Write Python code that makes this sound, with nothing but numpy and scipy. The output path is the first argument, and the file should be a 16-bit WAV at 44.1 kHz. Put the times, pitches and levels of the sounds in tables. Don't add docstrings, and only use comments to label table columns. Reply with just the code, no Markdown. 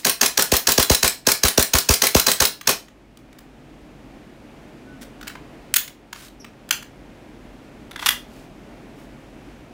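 import sys
import numpy as np
from scipy import signal
from scipy.fft import rfft, irfft, next_fast_len
from scipy.io import wavfile
from scipy.ndimage import uniform_filter1d, minimum_filter1d, map_coordinates

SR = 44100
rng = np.random.default_rng(int(sys.argv[2]) if len(sys.argv) > 2 else 0)


def wav_out(sig):
    wavfile.write(sys.argv[1], SR, np.round(np.clip(np.atleast_2d(sig).T, -1, 1) * 32767).astype(np.int16))


N = 429087
T = np.arange(SR // 2) / SR

# (frequency [Hz], level [dB])
VENT_SPECTRUM = [(15, -32), (25, -10.5), (49, 0), (76, -12), (145, -3.5), (180, -11), (217, -4.5),
                 (309, -5), (439, -11), (659, -11.5), (1100, -20), (2480, -23), (4030, -31.5), (6380, -36),
                 (16000, -47.5)]
# (frequency [Hz], level over the rush [dB])
VENT_TONES = [(48, -8.5), (230, -15), (305, -14.5)]
# (frequency [Hz], level [dB])
FAR_SQUEAK_TONES = [(1491, -52)]
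# (frequency [Hz], t60 [s])
SHOP_DECAY = [(150, 0.33), (500, 0.31), (1500, 0.26), (5000, 0.26), (9000, .23), (15000, 0.21)]
# (frequency [Hz], level [dB], t60 [s])
CABINET_MODES = [(153.9, -23.5, .2), (240.6, 4.5, 0.12), (408, 1, 0.22), (508, 5, 0.14), (673, -9, 0.32),
                 (978, -13, .22), (1086, 3.5, 0.17)]
# (frequency [Hz], level [dB])
POP_SPECTRUM = [(50, -17.5), (130, -4.5), (230, -2), (330, -2), (520, -1.5), (1200, -3.5), (2500, -8),
                (6000, -7), (16000, -11.5)]
# (frequency [Hz], level [dB])
CEILING_THUD_SPECTRUM = [(100, -14.5), (450, -3), (1150, 2), (2000, -2), (5000, -17.5), (16000, -35.5)]
# (frequency [Hz], level [dB])
CONTACT_SPECTRUM = [(100, -34.5), (580, -21.5), (900, -7.5), (1400, 0.5), (3300, -1), (5000, -2.5),
                    (8000, -5), (12000, -8), (16000, -9.5)]
# (start [s], length [s], level [dB])
SCRAPES = [(5.01, 0.032, -42.5), (6.151, 0.13, -40.5), (7.99, 0.11, -38.5), (8.27, 0.2, -57),
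           (8.955, 0.11, -59)]
# (time [s], level [dB], brightness [dB/octave])
LIGHT_CLICKS = [(2.611, -24.5, -2), (2.883, -40, -4.5), (3.171, -40.5, 1), (3.328, -44.5, -2.5),
                (3.386, -38, 0.5), (5.211, -37.5, -3.5), (5.228, -35.5, -3.5), (5.27, -34, -3),
                (5.277, -27.5, -0.5), (5.297, -36.5, -7), (5.353, -34, -8), (6.128, -23.5, -3),
                (6.159, -34, -5), (6.282, -41, 0), (6.445, -33.5, -4)]
# (time [s], catch level [dB], travel [s], blow level [dB], brightness [dB/octave], contact length [s])
SPRING_RELEASES = [(5.7396, -4.5, .0213, -3, 3, 0.0081), (6.6899, -33, .0182, -8, -.9, 0.0039)]
# (frequency [Hz], width [Hz], boost [dB])
FRAME_RESONANCES = [(1150, 150, 3), (1640, 240, 1.5), (3036, 240, 4), (3460, 150, 0), (5230, 160, 0.5),
                    (6700, 266, 4), (10600, 277, 3), (13800, 210, 10), (15350, 320, 8.5)]
# (time [s], level [dB], brightness [dB/octave], contact length [s])
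MAGAZINE_BUMPS = [(7.9107, -36, -4, 0.0059), (7.9593, -28.5, -5.5, 0.0058), (7.992, -30, -6.5, 0.006),
                  (8.0234, -27, -9, 0.0086), (8.0603, -13, -1.5, 0.011), (8.0877, -7.5, 1, 0.0037)]
# (frequency [Hz], width [Hz], boost [dB])
GRIP_RESONANCES = [(2010, 120, 3), (2830, 86, 2), (3440, 330, 8), (9220, 140, 10.5), (11300, 330, 11),
                   (12300, 199, 4.5), (15300, 180, 8)]
# (frequency [Hz], level [dB], t60 [s])
MAGAZINE_MODES = [(1940, -3, .1), (1990, -1, 0.15), (2950, 3.5, .035), (3270, 9, .035)]
# (frequency [Hz], width [Hz], boost [dB])
STEEL_RESONANCES = [(1170, 210, -6.5), (1690, 47, 1), (3530, 57, -5), (4030, 120, 8), (5220, 180, 7),
                    (6470, 250, -3), (8520, 300, 2.5), (13900, 250, 5.5), (15350, 260, 11)]
# (frequency [Hz], level [dB], t60 [s])
SLIDE_MODES = [(1709, -5, 0.27), (4270, 2, .16), (4300, -7, 0.24), (4260, -0.5, 0.12), (5360, -4, .13),
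               (5460, -3.5, .15), (6377, -10.5, .14)]
# (frequency [Hz], level [dB])
GAS_SPECTRUM = [(60, -21.5), (300, -15), (700, -6.5), (1500, -5.5), (4000, 0), (6500, -0.5), (9000, -3.5),
                (12000, -6), (16000, -3.5)]
# (frequency [Hz], width [Hz], boost [dB])
CHAMBER_RESONANCES = [(890, 110, 6), (1640, 280, 10.5), (2570, 280, 6.5), (4167, 300, 6), (4840, 210, 8),
                      (5630, 300, 9.5), (6490, 520, 10.5), (8380, 600, -0.5), (15200, 600, 7)]
# (time [s], puff level over SHOT_DB [dB], thump level over SHOT_DB [dB])
PISTOL_SHOTS = [(0.0474, -16, -35), (0.211, -20.5, -31), (0.3736, -19.5, -25), (0.5174, 3.5, -8),
                (0.67, -20.5, -19), (0.7775, 3.5, -9), (0.897, 4.5, -1.5), (1.0278, -8, -12),
                (1.2673, -0.5, -20), (1.433, -6.5, -4.5), (1.5758, 6, -7.5), (1.7345, -9.5, -3),
                (1.888, -1.5, 0), (2.0181, -20, -28), (2.1462, 8, -3.5), (2.265, -19.5, -31),
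                (2.4012, -12.5, -13), (2.672, -13, -28)]

SHOT_DB = -2.5


def amp(db):
    return 10 ** (np.asarray(db) / 20)


def unit(x):
    return x / np.sqrt(np.mean(x ** 2) + 1e-20)


def along(points, hz):
    f, v = np.transpose(points)
    return np.interp(np.log(hz + 1), np.log(f + 1), v)


def humps(resonances, hz):
    return sum(db / (1 + (2 * (hz - centre) / width) ** 2) for centre, width, db in resonances)


def wobble(rate, size=N):
    knots = rng.standard_normal(int(size * rate / SR) + 4)
    return map_coordinates(knots, [np.arange(size) * rate / SR])


def filtered(x, gain):
    size = next_fast_len(len(x) + SR // 2)
    return irfft(rfft(x, size) * gain(np.fft.rfftfreq(size, 1 / SR)), size)[:len(x)]


def coloured(x, spectrum, boost=lambda hz: 0, size=2048):
    hz = np.fft.rfftfreq(size, 1 / SR)
    cepstrum = irfft(np.log(amp(along(spectrum, hz) + boost(hz))))
    cepstrum[1:size // 2] *= 2
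    cepstrum[size // 2 + 1:] = 0
    response = irfft(np.exp(rfft(cepstrum)))
    return signal.fftconvolve(x, response / np.linalg.norm(response))[:len(x)]


def add(track, s, sound):
    part = track[max(round(s * SR), 0):][:len(sound)]
    part += sound[:len(part)]


def arch(length):
    return np.sqrt(np.abs(np.sin(np.pi * np.minimum(T / length, 1))))


def burst(rise, hold, t60):
    swell = np.minimum(T / rise, 1) ** 2
    return swell * amp(-60 * np.maximum(T - hold, 0) / t60) * rng.standard_normal(len(T))


def ring(modes, scatter_db):
    hz, db, t60 = np.transpose(modes)[:, :, None]
    strength = amp(db + scatter_db * rng.standard_normal(hz.shape))
    phase = rng.uniform(0, 2 * np.pi, hz.shape)
    partials = strength * amp(-60 * T / t60) * np.sin(2 * np.pi * hz * T + phase)
    return partials.sum(axis=0) * (1 - np.exp(-T / .001))


def contact(body, tilt, hold, t60, grit_db=3, place_db=2.5):
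    knots = rng.standard_normal(len(T) // 24 + 4)
    grit = amp(grit_db * map_coordinates(knots, [np.arange(len(T)) / 24], order=1))
    place = np.transpose([np.geomspace(800, 16000, 36), place_db * rng.standard_normal(36)])
    boost = lambda hz: humps(body, hz) + along(place, hz) + tilt * np.log2(np.clip(hz, 900, 11000))
    sound = coloured(burst(.00046, hold, t60) * grit, CONTACT_SPECTRUM, boost)
    energy = SR * (hold + t60 / np.log(1e6))
    return sound * np.sqrt(energy) / np.linalg.norm(sound)


def ventilation(rush_db=-44, drone_hz=255, drone_width_hz=150):
    t = np.arange(N) / SR
    rush = unit(filtered(rng.standard_normal(N), lambda hz: amp(along(VENT_SPECTRUM, hz))))
    rush *= amp(.3 * wobble(6))
    hum = sum(amp(db + 1.8 * wobble(4)) * np.sin(2 * np.pi * hz * t + .9 * wobble(5))
              for hz, db in VENT_TONES)
    duct = lambda hz: 1 / (1 + (2 * (hz - drone_hz) / drone_width_hz) ** 2)
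    drone = unit(filtered(rng.standard_normal(N), duct))
    return amp(rush_db) * (rush + hum) + amp(-50.5) * drone


def far_squeak(start_s=4.86, length_s=.12):
    out = np.zeros(N)
    for hz, db in FAR_SQUEAK_TONES:
        add(out, start_s, np.sqrt(2) * amp(db) * arch(length_s) * np.sin(2 * np.pi * hz * T))
    return out


def diffuse_tail():
    hz, t, spectra = signal.stft(rng.standard_normal(len(T)), SR, nperseg=256)
    decay = amp(-60 * t / along(SHOP_DECAY, hz)[:, None])
    return signal.istft(spectra * decay, SR, nperseg=256)[1][:len(T)]


def lingering_shot():
    out = np.zeros(N)
    add(out, 0, amp(-32.5) * coloured(diffuse_tail(), GAS_SPECTRUM))
    return out


def shop_reflections(x, ceiling_s=.017, ceiling_db=-9, early_db=-12, block=16384):
    out = np.zeros(N)
    build_up = np.interp(T, [0, ceiling_s * .76, ceiling_s], [0, amp(early_db), 1])
    padded, fade = np.pad(x, block), signal.windows.cosine(block)
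    tails = [diffuse_tail() * build_up for _ in range(7)]
    for k, start in enumerate(range(-block // 2, N, block // 2)):
        tail = tails[k % len(tails)]
        response = tail / np.linalg.norm(tail)
        add(response, ceiling_s, amp([ceiling_db]))
        echo = signal.fftconvolve(padded[start + block:][:block] * fade, response)
        add(out, max(start, 0) / SR, echo[max(-start, 0):])
    return out


def diffuse_pop():
    return coloured(diffuse_tail() * amp(-60 * T / .93), POP_SPECTRUM) * np.minimum(T / .0089, 1)


def ceiling_thud():
    return coloured(burst(rise=.00051, hold=.004, t60=.051), CEILING_THUD_SPECTRUM)


def muzzle_boom(bounce_hz=480):
    out = np.zeros(N)
    cabinets = ring(CABINET_MODES, scatter_db=0) * np.minimum(T / .014, 1)
    answer = amp(-8) * diffuse_pop() + amp(-16.5) * cabinets
    floor_bounce = np.sin(2 * np.pi * bounce_hz * T) * (T / .0014 * np.exp(1 - T / .0011)) ** 2
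    for s, *_ in PISTOL_SHOTS:
        turbulence = amp(-8) * diffuse_pop()
        add(out, s + .01153, amp(SHOT_DB - 2.5) * floor_bounce)
        add(out, s + .0075, amp(SHOT_DB) * (answer + turbulence))
    return out


def magazine_squeak(start_s=6.397):
    out = np.zeros(N)
    pitch_hz = 5450 + 1000 * np.exp(-T / .0064) + 220 * wobble(1500, size=len(T))
    phase = 2 * np.pi * np.cumsum(pitch_hz) / SR
    swell = np.minimum(T / .0064, 1) * amp(-60 * np.maximum(T - .018, 0) / .1)
    add(out, start_s, amp(-40.5) * swell * (np.sin(phase) + amp(-16) * np.sin(2 * phase)))
    return out


def mechanism_clicks(click_s=.0043):
    out = np.zeros(N)
    clack = lambda db, tilt, hold: amp(db) * contact(FRAME_RESONANCES, tilt, hold, t60=.021, place_db=2.3)
    for s, db, tilt in LIGHT_CLICKS:
        add(out, s, clack(db, tilt, click_s))
    for s, catch_db, travel, blow_db, tilt, hold in SPRING_RELEASES:
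        add(out, s, clack(catch_db, tilt, hold=.0019))
        add(out, s + travel, clack(blow_db, tilt, hold))
        add(out, s + travel + .117, clack(blow_db - 26.5, tilt - 3, click_s))
    return out


def magazine_seating():
    out = np.zeros(N)
    for s, db, tilt, hold in MAGAZINE_BUMPS:
        knock = contact(GRIP_RESONANCES, tilt, hold, t60=.017, place_db=1)
        add(out, s, amp(db) * (knock + amp(-18.5) * ring(MAGAZINE_MODES, scatter_db=4)))
    return out


def scraping():
    out = np.zeros(N)
    for s, length, db in SCRAPES:
        grains = rng.standard_normal(len(T)) * amp(2.5 * wobble(502, size=len(T)))
        add(out, s, amp(db) * coloured(arch(length) * grains, CONTACT_SPECTRUM))
    return out


def muzzle_puffs(delay_s=.0059):
    out = np.zeros(N)
    pitch_hz = 62 + 920 * np.exp(-T / .0031)
    wave = np.sin(2 * np.pi * np.cumsum(pitch_hz) / SR)
    bump = lambda peak_s, sharpness: (T / peak_s * np.exp(1 - T / peak_s)) ** sharpness
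    for s, puff_db, thump_db in PISTOL_SHOTS:
        envelope = amp(puff_db) * bump(.0022, 1.1) + amp(thump_db) * bump(.016, 4.3)
        add(out, s + delay_s, wave * envelope)
    return amp(SHOT_DB) * out


def slide_recoil(travel_s=.0185):
    out = np.zeros(N)
    for s, *_ in PISTOL_SHOTS:
        at_stop = s + travel_s + .00065 * rng.standard_normal()
        knock = contact(STEEL_RESONANCES, tilt=1.9, hold=.0044, t60=.02, grit_db=6.5)
        thud = ceiling_thud()
        exhaust = coloured(burst(rise=.0016, hold=.024, t60=.05), GAS_SPECTRUM)
        add(out, at_stop, amp(-4.5) * knock + amp(-9.5) * thud + amp(-10) * exhaust)
    return amp(SHOT_DB) * out


def slide_slams(cycle_s=.0483, chill_s_per_shot=.00015):
    out = np.zeros(N)
    for fired, (s, *_) in enumerate(PISTOL_SHOTS[:-1]):
        slam = contact(STEEL_RESONANCES, tilt=3.5, hold=.002, t60=.03, grit_db=2.5)
        rattle = contact(STEEL_RESONANCES, tilt=3.5, hold=.006, t60=.07)
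        ringing = ring(SLIDE_MODES, scatter_db=3.5)
        shut = s + cycle_s + chill_s_per_shot * fired
        add(out, shut, slam + amp(-12) * rattle + amp(-26) * ringing)
    return amp(SHOT_DB + 1) * out


def gas_cracks():
    out = np.zeros(N)
    chamber = lambda hz: humps(CHAMBER_RESONANCES, hz)
    for s, *_ in PISTOL_SHOTS:
        trigger = contact(STEEL_RESONANCES, tilt=-4.5, hold=.014, t60=.0088)
        roar = coloured(burst(rise=.006, hold=.0076, t60=.017), GAS_SPECTRUM, chamber)
        add(out, s - .016, amp(-34) * trigger)
        add(out, s - .0025, amp(3.5) * roar)
    return amp(SHOT_DB) * out


def scene():
    firing = gas_cracks() + slide_recoil() + slide_slams()
    handling = mechanism_clicks() + magazine_seating() + scraping() + magazine_squeak()
    close = firing + handling + muzzle_puffs()
    room = shop_reflections(amp(-8.5) * firing + amp(-9) * handling) + lingering_shot() + muzzle_boom()
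    return (close + room + ventilation() + far_squeak())[None]


def gain_control(x, limit_db=-12.5, window_s=.027, hold_s=.4, recovery_s=.65, deaf_below_hz=700):
    window, hold = int(window_s * SR), int(hold_s * SR)
    sensed = filtered(x, lambda hz: hz ** 2 / (hz ** 2 + deaf_below_hz ** 2))
    level_db = 10 * np.log10(np.abs(uniform_filter1d(sensed ** 2, window)) + 1e-12)
    needed_db = minimum_filter1d(np.minimum(limit_db - level_db, 0), window)
    held_db = minimum_filter1d(needed_db, hold, origin=(hold - 1) // 2)
    fading = np.exp(-np.arange(N) / SR / recovery_s)
    gain_db = np.minimum.accumulate(held_db / fading) * fading
    return x * amp(uniform_filter1d(gain_db, window // 10))


def record(dry, peak=.93, hardness=4, top_hz=16000):
    held = gain_control(dry[0])
    rounded = held / (1 + np.abs(held / peak) ** hardness) ** (1 / hardness)
    return filtered(rounded, lambda hz: np.clip((top_hz - hz) / 350, 0, 1))[None]


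dry = scene()
out = record(dry)
wav_out(out)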